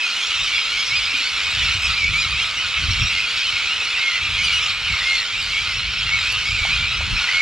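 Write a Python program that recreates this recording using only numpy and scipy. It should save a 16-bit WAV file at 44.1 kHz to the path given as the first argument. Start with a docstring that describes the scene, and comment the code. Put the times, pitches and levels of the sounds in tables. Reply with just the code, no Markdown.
"""Tern colony on a breezy evening

Terns clamour in low shrubs. Each call is a whistle that bends in pitch and rasps when chopped into
quick pulses. Near birds stand out with grating "keer" calls, wavering wails, screeches and chips;
hundreds more overlap behind them and melt into a far wash of noise. Gusts rumble on the microphone,
and a few faint knocks and ticks sound close by."""
import sys
import numpy as np
from scipy import signal
from scipy.fft import rfft, irfft, next_fast_len
from scipy.io import wavfile
from scipy.ndimage import map_coordinates

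SR = 44100
rng = np.random.default_rng(int(sys.argv[2]) if len(sys.argv) > 2 else 0)


def wav_out(sig):
    """Save sig, one row per channel (or a flat mono array), as 16-bit PCM at SR to the path in sys.argv[1]."""
    wavfile.write(sys.argv[1], SR, np.round(np.clip(np.atleast_2d(sig).T, -1, 1) * 32767).astype(np.int16))


N = 326781
TIME = np.arange(N) / SR

# "keer" calls: start of the clear hold/s, hold/s, f/Hz, level/dB, rattle before/s, rattle after/s
KEER_CALLS = [(3.999, 0.11, 2160, -21, .036, 0.028), (5.05, .12, 2143, -20, .064, 0.074),
              (6.112, 0.075, 2226, -18.5, 0.045, .013), (7.336, .15, 2203, -17, 0.071, .03)]
# thin wails: t/s, length/s, level/dB, rasp (0 clear, 1 harsh), then f/Hz at five even steps
WAIL_NOTES = [(.34, .17, -37, .15, 5570, 5610, 5640, 5680, 5650),
              (.525, 0.11, -25, .2, 3600, 3440, 3350, 3210, 2850),
              (.545, 0.089, -31, .3, 4650, 4920, 5080, 5050, 4850),
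              (.775, .06, -30, .3, 5500, 5350, 5200, 5100, 5080),
              (.845, 0.099, -29.5, .1, 5150, 5380, 5260, 5380, 5200),
              (.905, 0.095, -20.5, .05, 2250, 2230, 2430, 2490, 2300),
              (1.13, .12, -27.5, .3, 2400, 2475, 2560, 2640, 2600),
              (1.595, .055, -23, .15, 2980, 2995, 2890, 2640, 2500),
              (1.655, .125, -26, .25, 2600, 2770, 2980, 3070, 2950),
              (1.69, .09, -38, .2, 5550, 5750, 5880, 5900, 5830),
              (1.96, 0.15, -21, 0.33, 2380, 2360, 2260, 2270, 2320),
              (2.13, .11, -20.5, .1, 2265, 2273, 2400, 2440, 2300),
              (2.34, 0.085, -24, 0.22, 2180, 2400, 2650, 2790, 2780),
              (2.55, .095, -26.5, .15, 2620, 2800, 2950, 3040, 2870),
              (2.74, .14, -32, .3, 2187, 2335, 2480, 2520, 2430),
              (2.765, .065, -40, .1, 5700, 5780, 5750, 5600, 5380),
              (2.875, 0.1, -32.5, 0.6, 5430, 5650, 5550, 5400, 5130),
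              (2.985, 0.12, -31.5, .05, 5220, 5430, 5430, 5730, 5400),
              (3.385, .085, -36, .2, 5250, 5280, 5150, 5080, 4950),
              (3.54, .11, -27.5, .2, 2153, 2195, 2280, 2370, 2400),
              (3.92, .11, -26, 0.27, 2294, 2490, 2700, 2590, 2380),
              (4.195, .11, -28.5, .2, 2120, 2310, 2440, 2330, 2130),
              (4.595, .08, -25.5, .2, 2150, 2346, 2550, 2690, 2750),
              (5.3, 0.15, -28.5, 0.27, 2284, 2465, 2700, 2930, 3050),
              (5.49, 0.07, -35, .2, 4200, 4440, 4600, 4620, 4400),
              (5.52, .12, -32, .2, 3300, 3320, 3300, 3270, 3120),
              (5.53, .1, -25.5, .25, 2346, 2200, 2250, 2340, 2350),
              (5.59, .1, -35, .3, 4190, 4500, 4600, 4450, 4600),
              (5.7, .125, -38, .15, 5300, 5280, 5560, 5460, 5250),
              (6.2, 0.19, -26, .35, 2260, 2440, 2650, 2730, 2680),
              (6.68, 0.098, -22.5, 0.22, 2220, 2300, 2430, 2470, 2400)]
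# drawn-out notes on one pitch: t/s, length/s, f/Hz, level/dB, rasp/0-1
SCREECH_NOTES = [(0.299, 0.07, 2950, -28, 1), (0.318, 0.21, 3670, -31, 0.7),
                 (0.473, .15, 2303, -24.5, 0.82), (.629, 0.13, 4930, -37, 0.66),
                 (1.006, 0.078, 5000, -31, .8), (1.19, 0.15, 4350, -30.5, .86),
                 (1.552, 0.17, 1836, -34, .98), (1.867, .15, 4650, -31.5, 0.95),
                 (2.13, 0.18, 1348, -33.5, 1), (2.186, 0.089, 3950, -28, 1), (2.196, 0.13, 6800, -40.5, 1),
                 (2.869, 0.15, 4250, -33, .9), (3.085, 0.16, 2133, -28, 0.6), (3.16, 0.11, 2500, -27, 0.77),
                 (3.243, 0.14, 4700, -33, .9), (3.452, .09, 4080, -31, 1), (4.38, .07, 6620, -41, .4),
                 (4.598, 0.13, 6970, -44, 0.9), (4.917, .08, 4360, -30, 0.95),
                 (5.157, 0.058, 4300, -25, .8), (6.442, .06, 4900, -30, 1), (6.455, .059, 2240, -23, .1),
                 (6.473, .15, 7150, -45, 1), (6.574, 0.042, 2250, -26, .7), (6.635, .15, 3870, -34, .9),
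                 (6.793, 0.09, 2365, -25.5, 0.4), (7.15, .17, 2550, -27, .9), (2.02, 0.12, 2510, -27, 1),
                 (4.117, .09, 2053, -27, 0.64), (4.451, 0.093, 2344, -24.5, 0.74),
                 (4.859, .07, 2255, -27, .5), (6.084, .11, 2024, -30, 0.94), (7.185, .08, 5970, -40, 1)]
# notes that slide up: t/s, length/s, middle f/Hz, level/dB, rasp/0-1
RISING_NOTES = [(.767, 0.068, 2270, -25.5, .15), (2.98, 0.041, 2315, -26, 0.2),
                (3.0, .06, 2685, -25.5, 0.5), (3.68, 0.058, 2800, -24, .3), (4.39, .054, 2250, -23.5, 0.1),
                (6.34, 0.055, 3030, -25.5, .2), (6.618, 0.035, 2280, -22, 0.2)]
# notes that slide down: t/s, length/s, middle f/Hz, level/dB, rasp/0-1
FALLING_NOTES = [(0, 0.084, 2540, -24.5, 0), (2, .05, 5500, -33, .1), (1, 0.047, 3000, -27, 0.3),
                 (3, 0.046, 3300, -28, .1), (6, 0.046, 3200, -25.5, .2)]
# short arched chips: t/s, length/s, top f/Hz, level/dB, overtone boost/dB, rasp/0-1, droop/octaves
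CHIP_NOTES = [(.848, .048, 5980, -34.5, 3, 0, .08), (0.952, .033, 3290, -28, -10, .2, .08),
              (.955, .045, 4970, -24, -17, .05, 0.049), (1.791, .055, 3920, -37, 20, .3, 0.065),
              (1.817, 0.063, 2610, -26, 16, .5, 0.07), (2.182, 0.057, 4900, -28, -5, .1, .04),
              (2.408, 0.033, 3220, -24.5, 13, .2, 0.072), (3.825, .057, 2950, -31.5, 16, .2, 0.042),
              (4.092, .08, 2920, -29, 6, .3, .1), (4.43, 0.035, 2985, -23, 16, .1, 0.053),
              (4.441, 0.042, 4850, -27, 0, .05, 0.099), (4.516, 0.074, 2896, -19.5, 9, 0.06, 0.03),
              (4.68, 0.044, 4400, -26.5, 1, .6, .08), (5.981, 0.027, 5380, -29.5, -2, .2, 0.056),
              (6.293, 0.065, 4580, -30.5, 10, .3, 0.078), (6.507, 0.06, 2443, -23.5, 7, 0.5, 0.09),
              (6.927, .035, 5000, -31, -3, .1, .06), (7.156, .04, 5460, -30.5, 9, 0.5, .074)]
# kinds of voice in the crowd, with their typical values:
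# rate/(calls per s), f/Hz, pitch spread/octaves, length/s, level/dB, rasp/0-1, harmonics 1-4/dB
CROWD_VOICES = [(31.936, 2440, .1, .09, -37, .42, 5.5, -9.5, -29, -49),
                (26.02, 3000, .14, .08, -36.5, 0.32, 3, -15, -22.5, -46),
                (29.98, 3300, .14, .1, -35.5, .7, 0.5, -11.5, -26, -48),
                (33.95, 1380, .08, .12, -37, 0.836, -5, -0.5, 0, -17),
                (29.9, 4050, .1, .08, -38.5, 0.62, 0, -16.5, -51, -60),
                (13.97, 5250, .062, .06, -42, 0.46, 3.5, -21, -60, -60)]
# shape of the colony's swells, softened in clamour(): t/s, throaty/dB, middle/dB, shrill/dB
COLONY_SWELLS = [(0.0, -32, -21, -31), (0.1, -31, -26.5, -29), (0.93, -34.5, -23, -30.5),
                 (1.36, -32, -24.5, -31), (1.67, -30.5, -22, -28), (1.79, -31.5, -27, -32),
                 (1.88, -29, -24.5, -29.5), (2.06, -40, -28.5, -35), (2.21, -33.5, -26.5, -28),
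                 (2.31, -35, -23.5, -33), (2.42, -32, -25, -32), (2.52, -32, -30, -31.5),
                 (2.74, -32.5, -24.5, -33), (2.97, -33, -23.5, -30.5), (4.27, -33, -24, -33.5),
                 (4.52, -31, -22.5, -28), (4.7, -31, -22.5, -30.5), (4.77, -34, -29, -38.5),
                 (4.87, -31.5, -25.5, -33), (4.99, -29.5, -23.5, -30), (5.21, -34.5, -23.5, -28.5),
                 (5.28, -34.5, -29, -35), (5.4, -37, -25, -31.5), (5.7, -33, -25.5, -33.5),
                 (5.88, -38.5, -25, -39), (6.27, -29, -25.5, -29.5), (6.54, -37.5, -29, -33),
                 (6.65, -28.5, -23.5, -29), (6.89, -35.5, -24, -36.5), (7.05, -34, -28, -36),
                 (7.23, -27, -22.5, -31), (7.41, -31.5, -25, -30)]
# tone colour of the far birds: f/Hz, level/dB
WASH_SPECTRUM = [(530, -22.5), (900, -14.5), (1310, -9), (1850, -7.5), (2180, -1), (2340, -2.5), (3740, -4),
                 (4210, -9), (4680, -11.5), (5390, -10), (6200, -20), (6980, -17), (10200, -36.5),
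                 (11200, -30.5), (15000, -45.5)]
# knocks and ticks: t/s, level/dB, centre f/Hz, width/octaves, time to fade by 60 dB/s
KNOCK_BURSTS = [(1.137, -31, 285, 0.35, 0.075), (1.2, -41, 296, 0.3, .12), (3.816, -33, 600, 2, 0.079),
                (6.324, -29.5, 11500, 0.76, 0.021), (6.648, -25.5, 870, 0.6, 0.065),
                (7.007, -30, 850, 0.94, 0.11)]
# strength of the wind on the microphone: t/s, level/dB
GUST_LEVELS = [(0.0, -70), (0.39, -45), (0.87, -51.5), (0.93, -36), (1.28, -55), (1.57, -35.5), (2.04, -34),
               (2.1, -27.5), (2.15, -32), (2.6, -47), (2.81, -32), (2.86, -23.5), (2.96, -28.5),
               (3.03, -20), (3.1, -38), (3.3, -44.5), (4.08, -51), (4.29, -33.5), (4.34, -36), (4.77, -40),
               (4.93, -34.5), (5.06, -46.5), (5.6, -41.5), (6.09, -33), (6.15, -27.5), (6.25, -38.5),
               (6.54, -38), (6.62, -30.5), (6.87, -37.5), (7.14, -23.5), (7.31, -54), (7.37, -30),
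               (7.41, -53)]
# rumble shared by the microphone's two openings (ports): f/Hz, level/dB
RUMBLE_SPECTRUM = [(12, -42), (20, -17), (43, 1), (92, -0.5), (167, -12.5), (246, -24.5), (330, -28),
                   (430, -69), (730, -120)]
# small swirls of wind that differ between the ports: f/Hz, level/dB
EDDY_SPECTRUM = [(12, -45), (20, -13), (38, -6), (114, -2), (155, -3), (420, -24), (506, -26), (600, -29),
                 (780, -62), (1320, -120)]
# open-air background: f/Hz, level/dB
AIR_SPECTRUM = [(15, -44), (25, -18), (70, -42), (157, -5.5), (425, -3.5), (498, -0.5), (575, -12.5),
                (1100, -7.5), (1430, -63), (2420, -120)]
# how alike left and right are in the wash and the air: f/Hz, likeness/0-1
STEREO_LIKENESS = [(150, .99), (300, 0.85), (600, 0.94), (1400, 1), (3000, 0.93), (6000, 1), (9000, 0.96),
                   (12000, 1)]

RASP_HZ = 92.26   # typical pulse rate of a rasping voice
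PORT_LAG_S, CUTOFF_HZ = 2.7e-5, 15300   # the microphone's left-side delay and treble limit


def tern(length, pitches, harmonics_db, rasp, jitter, rasp_jitter, rasp_sweep, waver=0):
    """One note: a whistle on a bending pitch, chopped into a rattle of pulses when it rasps."""
    size = max(int(length * SR), 200)
    progress, rasp = np.linspace(0, 1, size), np.clip(rasp, 0, 1)
    pulse_hz = RASP_HZ * np.exp(0.0934 * rng.normal() + 0.053 * wander(41, size))
    pulse_phase = 2 * np.pi * (np.cumsum(pulse_hz) / SR + rng.random())
    curve = np.polyfit(np.linspace(0, 1, len(pitches)), pitches, len(pitches) - 1)
    # a harsh voice is less steady, and its pitch sweeps within each pulse
    shake = (jitter + rasp_jitter * rasp ** 2) * wander(696, size)
    sweep = rasp_sweep * rasp ** 2 * np.sin(pulse_phase)
    hz = np.polyval(curve, progress) * (1 + shake + sweep) * (1 + waver * wander(110.6, size))
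    phase = 2 * np.pi * np.cumsum(hz) / SR
    tone = sum(from_db(db) * np.sin(k * phase)
               for k, db in enumerate(harmonics_db, 1) if k * pitches[1] < CUTOFF_HZ)
    pulses = rms_one(1 - rasp + 2 * rasp * (.5 + .5 * np.cos(pulse_phase)) ** 2)
    swell = np.abs(np.sin(np.pi * progress)) ** .4
    flutter = rms_one(from_db((2 + 4 * rasp) * wander(88.6, size)))
    return np.sqrt(2) * tone * pulses * swell * flutter


def overtones(pitch, rasp, bright_db=0):
    """Levels of harmonics 1-4: the upper three are weak in a shrill voice, stronger in a harsh one."""
    second_db = -18.5 + bright_db - 14.5 * np.log2(pitch / 2190) + 3 * rasp
    return [0, second_db, second_db - 8, second_db - 27]


def near_note(length, pitch, rasp, octaves_per_s=0, droop=0, bright_db=0):
    """A near bird's note: the pitch slides steadily and sags by `droop` octaves at both ends."""
    slide = octaves_per_s * length / 2
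    pitches = pitch * 2 ** np.array([-slide - droop, 0, slide - droop])
    return tern(length, pitches, overtones(pitch, rasp, bright_db), rasp,
                jitter=.0018, rasp_jitter=0.018, rasp_sweep=0.026)


def keers(rattle_octaves=-0.11, rattle_db=-8.5, octaves_per_s=0.69):
    """A grating call: a low rattle climbs into a clear held note, then breaks into a sinking rattle."""
    out = np.zeros((2, N))
    for start, hold, pitch, db, lead, tail in KEER_CALLS:
        low = pitch * 2 ** rattle_octaves
        rise = from_db(rattle_db) * near_note(lead, low, rasp=1, octaves_per_s=octaves_per_s)
        held = near_note(hold, pitch, rasp=0.16, droop=0.032)
        fall = from_db(rattle_db) * near_note(tail, low, rasp=1, octaves_per_s=-octaves_per_s)
        add(out, start - lead, from_db(db) * placed(np.concatenate([rise, held, fall])))
    return out


def wails(fade_db=3.5):
    """Thin notes whose pitch bends up and down, wavering and fading as they go."""
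    out = np.zeros((2, N))
    for start, length, db, rasp, *pitches in WAIL_NOTES:
        note = tern(length, pitches, overtones(np.mean(pitches), rasp), rasp,
                    jitter=0.0045, rasp_jitter=0.026, rasp_sweep=.04, waver=0.0093)
        fade = from_db(fade_db * np.linspace(.5, -.5, len(note)))
        add(out, start, from_db(db) * placed(note * fade))
    return out


def near_birds():
    """The keers, wails, screeches, sliding notes and chips that stand out of the crowd."""
    out = keers() + wails()
    for start, length, pitch, db, rasp in SCREECH_NOTES:
        add(out, start, from_db(db) * placed(near_note(length, pitch, rasp, droop=0.0273)))
    for notes, octaves_per_s in (RISING_NOTES, 2.24), (FALLING_NOTES, -1.51):
        for start, length, pitch, db, rasp in notes:
            note = near_note(length, pitch, rasp, octaves_per_s, droop=0.036)
            add(out, start, from_db(db) * placed(note))
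    for start, length, pitch, db, bright_db, rasp, droop in CHIP_NOTES:
        note = near_note(length, pitch, rasp, droop=droop, bright_db=bright_db)
        add(out, start, from_db(db) * placed(note))
    return out


def squeaks(per_s=12, pitch_hz=5400, spread_octaves=0.11, length=0.0493, db=-41):
    """Thin arched squeaks from birds further off run together into a twitter."""
    out, count = np.zeros((2, N)), int(per_s * N / SR)
    for k, (late, high, long, slope, close) in enumerate(rng.uniform(-1, 1, (count, 5))):
        pitch = pitch_hz * 2 ** (spread_octaves * high)
        note = near_note(length * 2 ** (long / 2), pitch, rasp=0.41, octaves_per_s=slope, droop=0.0835)
        add(out, (k + late) / per_s, from_db(db + 0.5 * close) * placed(note))
    return out


def crowd(distance_db=1.5, glide=.06, arch=.06):
    """Birds further off call at random, each with its own pitch, slope and distance."""
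    out = np.zeros((2, N))
    for per_s, pitch, spread, length, db, rasp, *harmonics_db in CROWD_VOICES:
        count = int(per_s * N / SR)
        starts = (np.arange(count) + rng.uniform(-.7, .7, count)) / per_s
        traits = np.clip(rng.standard_normal((count, 6)), -2, 1.6)
        for start, (high, slope, bend, long, close, harsh) in zip(starts, traits):
            # most notes rise to a crest and drop again
            shape = np.array([1 - arch - glide * slope, 1, 1 - arch * (1 + .5 * bend) + glide * slope])
            pitches = pitch * 2 ** (spread * high) * shape
            note = tern(length * np.exp(.25 * long), pitches, harmonics_db, rasp + 0.17 * harsh,
                        jitter=.002, rasp_jitter=0.0267, rasp_sweep=0.033)
            add(out, start, from_db(db + distance_db * close) * placed(note))
    return out


def placed(sound, spread_db=0.5, lag_spread_s=1.4e-5):
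    """A bird's place left or right: one side is by chance a little louder, and one a little earlier."""
    size = next_fast_len(sound.shape[-1])
    hz, sides = np.arange(size // 2 + 1) * SR / size, np.array([[.5], [-.5]])
    louder, earlier = rng.standard_normal(2)
    balance = from_db(spread_db * louder * sides)
    time_shift = np.exp(2j * np.pi * hz * lag_spread_s * earlier * sides)
    return irfft(rfft(sound, size) * balance * time_shift, size)


def shrubs(calls, fade_s, echo_db):
    """Leaves and ground scatter a short, blurred echo behind every call."""
    t = np.arange(SR // 2) / SR
    shared, own = rng.standard_normal(len(t)), rng.standard_normal((2, len(t)))
    tail = (shared + 0.21 * own) * from_db(-60 * t / fade_s) * (t > .003)
    tail /= np.sqrt(np.sum(tail ** 2, axis=1, keepdims=True))
    return calls + from_db(echo_db) * signal.fftconvolve(calls, tail, axes=1)[:, :N]


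def clamour(colony, throaty_hz=1950, shrill_hz=4400, depth=0.63, chance_db=.5):
    """The colony swells and sinks; its throaty, middle and shrill voices each in their own way."""
    throaty, below_shrill = [signal.sosfiltfilt(signal.butter(3, hz, fs=SR, output="sos"), colony)
                             for hz in (throaty_hz, shrill_hz)]
    bands = throaty, below_shrill - throaty, colony - below_shrill
    return sum(band * from_db(depth * (db - db.mean()) + chance_db * wander(9, N))
               for band, db in zip(bands, in_time(COLONY_SWELLS)))


def knocks():
    """Each knock or tick is a short burst of noise that dies away in its own range of pitch."""
    out, t = np.zeros(N), np.arange(SR // 4) / SR
    for start, db, hz, octaves, fade_s in KNOCK_BURSTS:
        edges = np.minimum([hz * 2 ** (-octaves / 2), hz * 2 ** (octaves / 2)], SR / 2 - 1)
        band = signal.butter(2, edges, "band", fs=SR, output="sos")
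        burst = rms_one(signal.sosfilt(band, rng.standard_normal(len(t))))
        add(out, start, from_db(db - 60 * t / fade_s) * burst)
    return out


def wind(buffet_db=4, eddy_db=-6, eddy_growth=0.76):
    """Gusts press on both ports alike; hard ones also shed small swirls that differ between the two."""
    gust_db, = in_time(GUST_LEVELS)
    eddies = from_db(eddy_db + eddy_growth * (gust_db - gust_db.max())) * coloured_noise(EDDY_SPECTRUM)
    strength = from_db(gust_db + buffet_db * wander(25, N))
    return strength * (coloured_noise(RUMBLE_SPECTRUM) + eddies * [[1], [-1]])


def stereo_noise(spectrum):
    """A steady wash of noise with the given tone colour, partly alike on the left and right."""
    hz = np.arange(N // 2 + 1) * SR / N
    alike = np.clip(at_hz(STEREO_LIKENESS, hz), -1, 1)
    mid, side = rfft(rng.standard_normal((2, N)))
    pair = np.sqrt(1 + alike) * mid + np.sqrt(1 - alike) * side * [[1], [-1]]
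    return rms_one(irfft(pair * from_db(at_hz(spectrum, hz)) * (hz > spectrum[0][0]), N))


def coloured_noise(spectrum):
    """One channel of noise with the given tone colour."""
    hz = np.arange(N // 2 + 1) * SR / N
    return rms_one(irfft(rfft(rng.standard_normal(N)) * from_db(at_hz(spectrum, hz)) * (hz > 15), N))


def from_db(db):
    """Turn decibels into a factor to multiply by."""
    return 10 ** (np.asarray(db) / 20)


def rms_one(x):
    """Scale a signal so that its average strength (rms) is 1."""
    return x / np.sqrt(np.mean(x ** 2) + 1e-20)


def in_time(rows):
    """Join a table's timed points with straight lines, one curve for each column."""
    times, *columns = np.transpose(rows)
    return [np.interp(TIME, times, column) for column in columns]


def at_hz(points, hz):
    """Read a table between its frequencies, with octaves evenly spaced."""
    frequencies, values = np.transpose(points)
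    return np.interp(np.log(hz + 1e-6), np.log(frequencies), values)


def wander(rate, size):
    """A random drift of about 1 either way, turning `rate` times a second."""
    place = np.arange(size) * rate / SR + rng.random()
    return np.interp(place, np.arange(size // 20), rng.standard_normal(size // 20))


def add(track, start, sound):
    """Mix a sound in at its time, cut to the length of the track."""
    i = int(round(start * SR))
    lo, hi = max(i, 0), min(i + sound.shape[-1], N)
    if hi > lo:
        track[..., lo:hi] += sound[..., lo - i:hi - i]


def scene(wash_db=-27, air_db=-50):
    """Near birds, the crowd and the far wash over the air, the wind and the knocks."""
    wash = from_db(wash_db) * stereo_noise(WASH_SPECTRUM)
    background = from_db(air_db) * stereo_noise(AIR_SPECTRUM) + wind() + knocks()
    near = shrubs(near_birds() + squeaks(), fade_s=0.1, echo_db=-19)
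    far = clamour(wash + shrubs(crowd(), fade_s=0.34, echo_db=-14))
    lean_right = from_db([[-.45], [.45]])
    return (near + far) * lean_right + background


def record(dry):
    """Sound reaches the left port a little later, and the highest treble is cut."""
    left = map_coordinates(dry[0], [np.arange(N) - PORT_LAG_S * SR], order=5, mode="nearest")
    treble_cut = signal.ellip(10, .1, 90, CUTOFF_HZ, fs=SR, output="sos")
    return signal.sosfilt(treble_cut, np.array([left, dry[1]]))


dry = scene()
out = record(dry)
wav_out(out)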